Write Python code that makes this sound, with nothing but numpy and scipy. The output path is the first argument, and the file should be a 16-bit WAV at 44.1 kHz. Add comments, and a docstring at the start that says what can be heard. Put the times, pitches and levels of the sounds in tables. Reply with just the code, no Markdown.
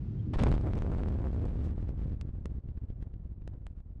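"""A ventilation fan drones in a rock tunnel; something squeaks faintly and a dull rumble swells in the rock.
Then eight charges fire in quick succession, each with a crack and a heave of air. The pressure waves
overload the microphone, which flattens their peaks into a rasping rumble. Rock snaps, slides and thuds
down while waves of air run up and down the tunnel. The air keeps buffeting as it calms, and a few
jolts, most of them late, make the microphone click."""
import sys
import numpy as np
from scipy import signal
from scipy.fft import rfft, irfft
from scipy.io import wavfile
from scipy.ndimage import uniform_filter1d

SR = 44100
rng = np.random.default_rng(int(sys.argv[2]) if len(sys.argv) > 2 else 0)


def wrap_up_sound(samples):
    """Save the sound to the file named by the first command line argument, as 16-bit audio."""
    columns = np.atleast_2d(samples).T
    # keep every value between -1 and 1, then stretch to whole-number steps
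    tamed = np.clip(columns, -1, 1)
    steps = np.round(tamed * 32767).astype(np.int16)
    wavfile.write(sys.argv[1], SR, steps)


N = 176400
T = np.arange(N) / SR
BLAST_S = .36  # the microphone overloads at a pressure of about 1, or 0 dB

# The explosions: start_s, crack_db, crack_rise_s, crack_decay_s, push_db
CHARGES = [(0.333, -7, 0.0058, 0.017, -19), (0.359, -11, 0.0023, 0.0057, 21.5),
           (.383, 2, 0.013, 0.014, -19.5), (0.404, -1.5, 0.01, 0.015, 12), (.431, -5.5, 0.0049, 0.0065, 21),
           (0.462, -8.5, 0.0034, 0.02, 3), (0.512, 8, 0.0025, 0.0068, 8), (0.538, -7, 0.0028, 0.014, 11.5)]
# How strongly the air surges in the tunnel: time_s, level_db
SURGE_LEVEL = [(.33, -48.5), (.392, -20), (.415, 14.5), (.45, 7), (.54, 14.5), (.6, 8), (.67, 11.5),
               (.72, 6.5), (.8, 11), (1.05, 12), (1.25, 6), (1.35, 6), (1.45, 11), (1.55, 6), (1.74, 0.5),
               (2.1, 2), (2.2, -3), (2.5, -4), (2.7, -7), (3.1, -8.5), (3.3, -8), (3.55, -5.5), (4, -8.5)]
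# Heavy blocks landing: time_s, level_db
ROCK_FALLS = [(.440, 22), (.461, 17.5), (0.473, 13.5), (.517, 21), (.541, 16), (0.58, 18), (0.735, 20),
              (0.781, 15.5), (.822, 22.5), (.865, 16.5), (.918, 12.5), (.949, 13), (0.985, 13.5),
              (1.005, 12), (1.035, 16), (1.085, 16), (1.188, 9.5), (1.242, 11), (1.331, 11.5), (1.397, 7.5),
              (1.454, 9.5), (1.592, 7), (1.78, 9.5), (1.828, 7.5), (1.892, 11.5), (1.978, 2), (2.016, 4.5),
              (2.081, 5), (2.12, 6), (2.291, 2.5), (2.689, -0.5), (2.776, 3.5), (2.903, 3.5), (3.026, 4),
              (3.14, 0), (3.421, -1), (3.538, 1.5), (3.804, 0.5)]
# Jolts of the microphone: start_s, click_width_s, click_height (1 is the overload point)
JOLTS = [(0.4361, .0007, 1.87), (2.2126, .00012, 1.28), (2.457, 0.0013, 1.16), (3.4768, 0.000913, 0.85),
         (3.6675, 0.0002, 1.07)]
# The tone of splitting rock: pitch_hz, level_db
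CRACK_TONE = [(100, 0), (300, 3), (1200, -6.5), (3300, -15), (6000, -28.5), (10000, -37)]
# The tone of tumbling rock: pitch_hz, level_db
ROAR_TONE = [(100, -5), (250, 4.5), (500, 0.5), (1000, -12), (2000, -22), (4000, -42.5), (9000, -43.5)]
# The bright tone of snaps and rattles: pitch_hz, level_db
SNAP_TONE = [(400, 4.5), (1800, 0.5), (4500, -6), (10000, -14.5)]


def charges():
    """Each charge gives a crack of splitting rock and a slow heave of air."""
    cracks, pushes = np.zeros(N), np.zeros(N)
    push_s = .0055
    for start_s, crack_db, rise_s, decay_s, push_db in CHARGES:
        age = np.maximum(T - start_s, 0)
        cracks += amp(crack_db) * np.minimum(age / rise_s, 1) * np.exp(-age / decay_s)
        progress = age / push_s
        pushes += amp(push_db) * progress * (2 - progress) * np.exp(-progress)  # a push, then a suck
    return cracks * noise(CRACK_TONE) + pushes


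def surge():
    """The air in the tunnel rumbles, with the uneven roar of tumbling rock above it."""
    # The deep tone of the surging air: pitch_hz, level_db
    rumble_tone = [(12, -15), (28, -5.5), (50, -1), (75, -1), (120, -11), (200, -21), (400, -32),
                   (900, -54.5)]
    surge_db = curve(SURGE_LEVEL)
    roar = noise(ROAR_TONE) * amp(-24 + .97 * surge_db + 1.5 * wander(rate_hz=22))
    rumble = noise(rumble_tone) * amp(surge_db - 3)
    return ramp(SURGE_LEVEL[0][0], rise_s=.027) * (rumble + roar)


def buffets():
    """Waves of air run up and down the tunnel at uneven intervals, slowing as they weaken."""
    waves, time_s = np.zeros(N), BLAST_S + .05
    for gap, size, length in rng.standard_normal((260, 3)):
        time_s += np.exp(.32 * gap) * wave_gap_s(time_s)
        if time_s < T[-1]:
            near = slice(max(round((time_s - .03) * SR), 0), round((time_s + .03) * SR))
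            offset = (T[near] - time_s) / wave_gap_s(time_s)  # slower waves are also longer
            front = np.tanh(offset / .083)
            outline = np.exp(-(offset / (.21 * np.exp(.2 * length))) ** 2 / 2)
            waves[near] += amp(2.8 * size) * front * outline
    return waves * amp(6 + .67 * curve(SURGE_LEVEL))


def thuds():
    """Big blocks land, each with a short crack and one wave: a suck, a steep front and a push."""
    waves, cracks = np.zeros(N), np.zeros(N)
    for time_s, level_db in ROCK_FALLS:
        gap_s = wave_gap_s(time_s)
        front = np.tanh((T - time_s) / (.05 * gap_s))
        waves += amp(level_db) * front * bump(time_s, .3 * gap_s)
        cracks += amp(level_db - 24.5) * bump(time_s, half_length_s=.003)
    return waves + cracks * noise(CRACK_TONE)


def wave_gap_s(time_s):
    """The usual time between echoing waves of air, which grows as they slow."""
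    # How often the waves arrive: time_s, waves_per_s
    wave_rate = [(1.0, 70), (2.0, 56), (2.8, 46), (4, 43)]
    return 1 / np.interp(time_s, *np.transpose(wave_rate))


def lulls():
    """A gain that makes the churning air drop away between gusts and give way to each thud or jolt."""
    # Calm moments between gusts: time_s, half_length_s
    pauses = [(1.314, 0.0051), (1.773, 0.0046), (1.865, 0.005), (2.157, 0.0071), (2.321, 0.01),
              (2.614, 0.006), (2.797, 0.0092), (3.35, 0.0088), (3.831, 0.0071)]
    calm = sum(bump(time_s, half_length_s) for time_s, half_length_s in pauses)
    calm += sum(bump(time_s, half_length_s=.011) ** 2 for time_s, *_ in ROCK_FALLS + JOLTS)
    return 1 - (1 - amp(-18)) * np.minimum(calm, 1)


def slides():
    """Broken rock pours down in short rushes."""
    # Rushes of rubble: time_s, level_db, half_length_s
    rushes = [(0.471, 2.5, 0.011), (.522, 9, 0.0025), (0.673, -0.5, 0.019), (0.776, 0.5, 0.012),
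              (0.921, -1.5, 0.013), (0.994, -2.5, 0.014), (1.249, -7.5, 0.029), (1.454, -8, 0.025),
              (3.07, -23.5, 0.016), (3.552, -19, 0.018)]
    loudness = sum(amp(db) * bump(time_s, half_length_s) for time_s, db, half_length_s in rushes)
    return loudness * noise(ROAR_TONE)


def snaps():
    """Breaking rock gives dry snaps; one short gritty hiss sounds among them."""
    # Moments when rock breaks: time_s, level_db
    breaks = [(.4252, -13), (0.4894, -13.5), (0.5163, -10), (.613, -16.5), (.755, -14), (0.7802, -11),
              (.7889, -13), (.8222, -14), (.9183, -18), (.949, -17.5), (0.9826, -16), (1.035, -17),
              (1.0894, -16), (1.329, -19), (1.345, -22), (1.4553, -16), (1.892, -18.5), (3.027, -21)]
    ticks = sum(amp(db) * np.exp(-abs(T - time_s) / .0004) for time_s, db in breaks)
    grit = amp(-29.5) * bump(1.654, half_length_s=.017)
    return (ticks + grit) * noise(SNAP_TONE)


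def jolts():
    """Short sucks between two shoves of air pin the microphone at its limit."""
    half_length_s = .005
    shapes = sum((1 - ((T - s) / half_length_s) ** 2) * bump(s, half_length_s) for s, _, _ in JOLTS)
    return -amp(6.5) * shapes


def clicks():
    """At each jolt the microphone snaps back for an instant (the longer, the hollower) and rattles."""
    pulses, rattle = np.zeros(N), np.zeros(N)
    for start_s, width_s, height in JOLTS:
        age = T - start_s
        pulses += height * np.clip(age * SR, 0, 1) * np.clip((width_s - age) * SR, 0, 1)
        rattle += height * (age > 0) * np.exp(-abs(age) / .0034)
    return pulses + amp(-22) * rattle * noise(SNAP_TONE)


def crunch():
    """The overloaded microphone fizzes and crackles; the crackle softens once the blast has passed."""
    # The tone of the crackle: pitch_hz, level_db
    crackle_tone = [(100, -13.5), (450, -4.5), (1200, -4), (3000, -14), (6000, -24), (10000, -35.5)]
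    # The strength of the crackle: time_s, level_db
    crackle_level = [(2.1, -26.5), (2.6, -29.5)]
    # The tone of the fizz: pitch_hz, level_db
    fizz_tone = [(300, 7), (1000, -4.5), (3000, -21), (6000, -28.5), (8500, -24.5), (11000, -46)]
    grains_per_s = 2500
    grains = rng.standard_normal(N) * (rng.random(N) < grains_per_s / SR)
    grains *= amp(2.5 * np.minimum(rng.exponential(1, N), 4))  # a few stand out
    crackle = colour(grains, crackle_tone)
    return amp(curve(crackle_level)) * crackle / crackle.std() + amp(-28) * noise(fizz_tone)


def tremor():
    """The rock carries a dull rumble ahead of the air blast."""
    # The tone of the shaking rock: pitch_hz, level_db
    tremor_tone = [(50, 7.5), (120, 3), (300, -3), (400, -8), (560, -36), (1100, -46)]
    return amp(-16) * bump(.34, half_length_s=.13) * noise(tremor_tone)


def squeak():
    """Something squeaks faintly just before the blast."""
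    pitch_hz = 3200
    tone = wander(rate_hz=130) * np.sin(2 * np.pi * pitch_hz * T)
    return amp(-46.5) * bump(.195, half_length_s=.018) * tone


def settling():
    """A soft gritty wash lingers after the blast."""
    # The tone of the wash: pitch_hz, level_db
    wash_tone = [(200, 3), (500, 4), (1000, -6), (2000, -20.5), (4000, -28), (8000, -38)]
    return amp(-41 + wander(rate_hz=22)) * noise(wash_tone) * ramp(BLAST_S, rise_s=.15)


def fan():
    """The ventilation drones on, fainter once the charges fire."""
    # The low tone of the fan: pitch_hz, level_db
    fan_tone = [(20, -24), (40, -6), (60, 1), (115, -0.5), (220, -14), (360, -23), (570, -36.5),
                (1100, -43.5), (3200, -52.5), (6000, -60.5), (10000, -76.5)]
    return noise(fan_tone) * amp(-12.5 - 4.5 * ramp(BLAST_S, rise_s=.083))


def amp(db):
    """Turns decibels into a gain to multiply by."""
    return 10 ** (np.asarray(db) / 20)


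def curve(points):
    """Reads a table of (time_s, value) at every sample."""
    return np.interp(T, *np.transpose(points))


def ramp(start_s, rise_s):
    """A straight rise from 0 to 1 that then stays at 1."""
    return np.clip((T - start_s) / rise_s, 0, 1)


def bump(time_s, half_length_s):
    """A smooth bump of height 1, centred on time_s."""
    return np.exp(-np.minimum(((T - time_s) / half_length_s) ** 2 / 2, 50))


def colour(x, tone):
    """Filters x by a table of (pitch_hz, level_db)."""
    hz, db = np.transpose(tone)
    pitches = np.fft.rfftfreq(2 * N, 1 / SR)
    gain = amp(np.interp(np.log(pitches + 1), np.log(hz + 1), db))
    return irfft(rfft(x, 2 * N) * gain)[:N]


def noise(tone):
    """Noise of typical size 1 with the given tone, falling away beyond the table's ends."""
    (low_hz, low_db), (high_hz, high_db) = tone[0], tone[-1]
    x = colour(rng.standard_normal(N), [(low_hz / 10, low_db - 40), *tone, (high_hz * 10, high_db - 80)])
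    return x / x.std()


def wander(rate_hz):
    """A random drift of typical size 1, no faster than rate_hz."""
    slow = np.fft.rfftfreq(N, 1 / SR) < rate_hz
    x = irfft(rfft(rng.standard_normal(N)) * slow, N)
    return x / x.std()


def scene():
    """The air pressure that reaches the microphone."""
    opening = fan() + squeak() + tremor()
    blast = charges() + lulls() * (surge() + buffets())
    return (opening + blast + thuds() + slides() + jolts())[None]


def record(dry):
    """The microphone overloads, crackles and clicks; rock snaps and the soft wash are added on top."""
    # The overall volume: time_s, level_db
    volume = [(0, -23.5), (.55, -24), (.58, -29.5), (1.4, -30.5), (2.1, -30.5), (2.4, -31.5), (3.0, -31),
              (3.4, -33.5), (3.7, -36.5), (4, -36)]
    # How the microphone favours lows over highs: pitch_hz, level_db
    microphone_tone = [(30, -1.5), (100, 2), (300, 2), (1000, -2), (3000, -3.5), (6500, -5.5), (8700, -4),
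                       (10500, -12)]
    low_cut_hz, high_cut_hz, hold_s = 4.5, 10600, .036
    flattened = np.tanh(dry[0])
    overload = abs(uniform_filter1d(flattened ** 4, size=int(hold_s * SR))) ** .97
    overload *= T > CHARGES[0][0]
    # After the blast a gate turns the weak moments down.
    threshold_db, depth_db = -10, -13
    power = abs(uniform_filter1d(flattened ** 2, size=330))
    weakness = 1 / (1 + (power / amp(threshold_db) ** 2) ** 2)
    gate = amp(depth_db * ramp(BLAST_S, rise_s=.17) * weakness)
    x = gate * flattened + clicks() + snaps() + overload * crunch() + settling()
    x = colour(x * amp(curve(volume)), microphone_tone)
    x = signal.lfilter(*signal.butter(1, low_cut_hz, "high", fs=SR), x)
    x *= np.clip(np.minimum(T, T[-1] - T) / .004, 0, 1)  # fade both ends
    x += amp(-102) * rng.standard_normal(N)  # faint hiss
    high_cut = signal.firwin(101, high_cut_hz, window=("kaiser", 7), fs=SR)
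    return signal.oaconvolve(x, high_cut, "same")[None]


dry = scene()
out = record(dry)
wrap_up_sound(out)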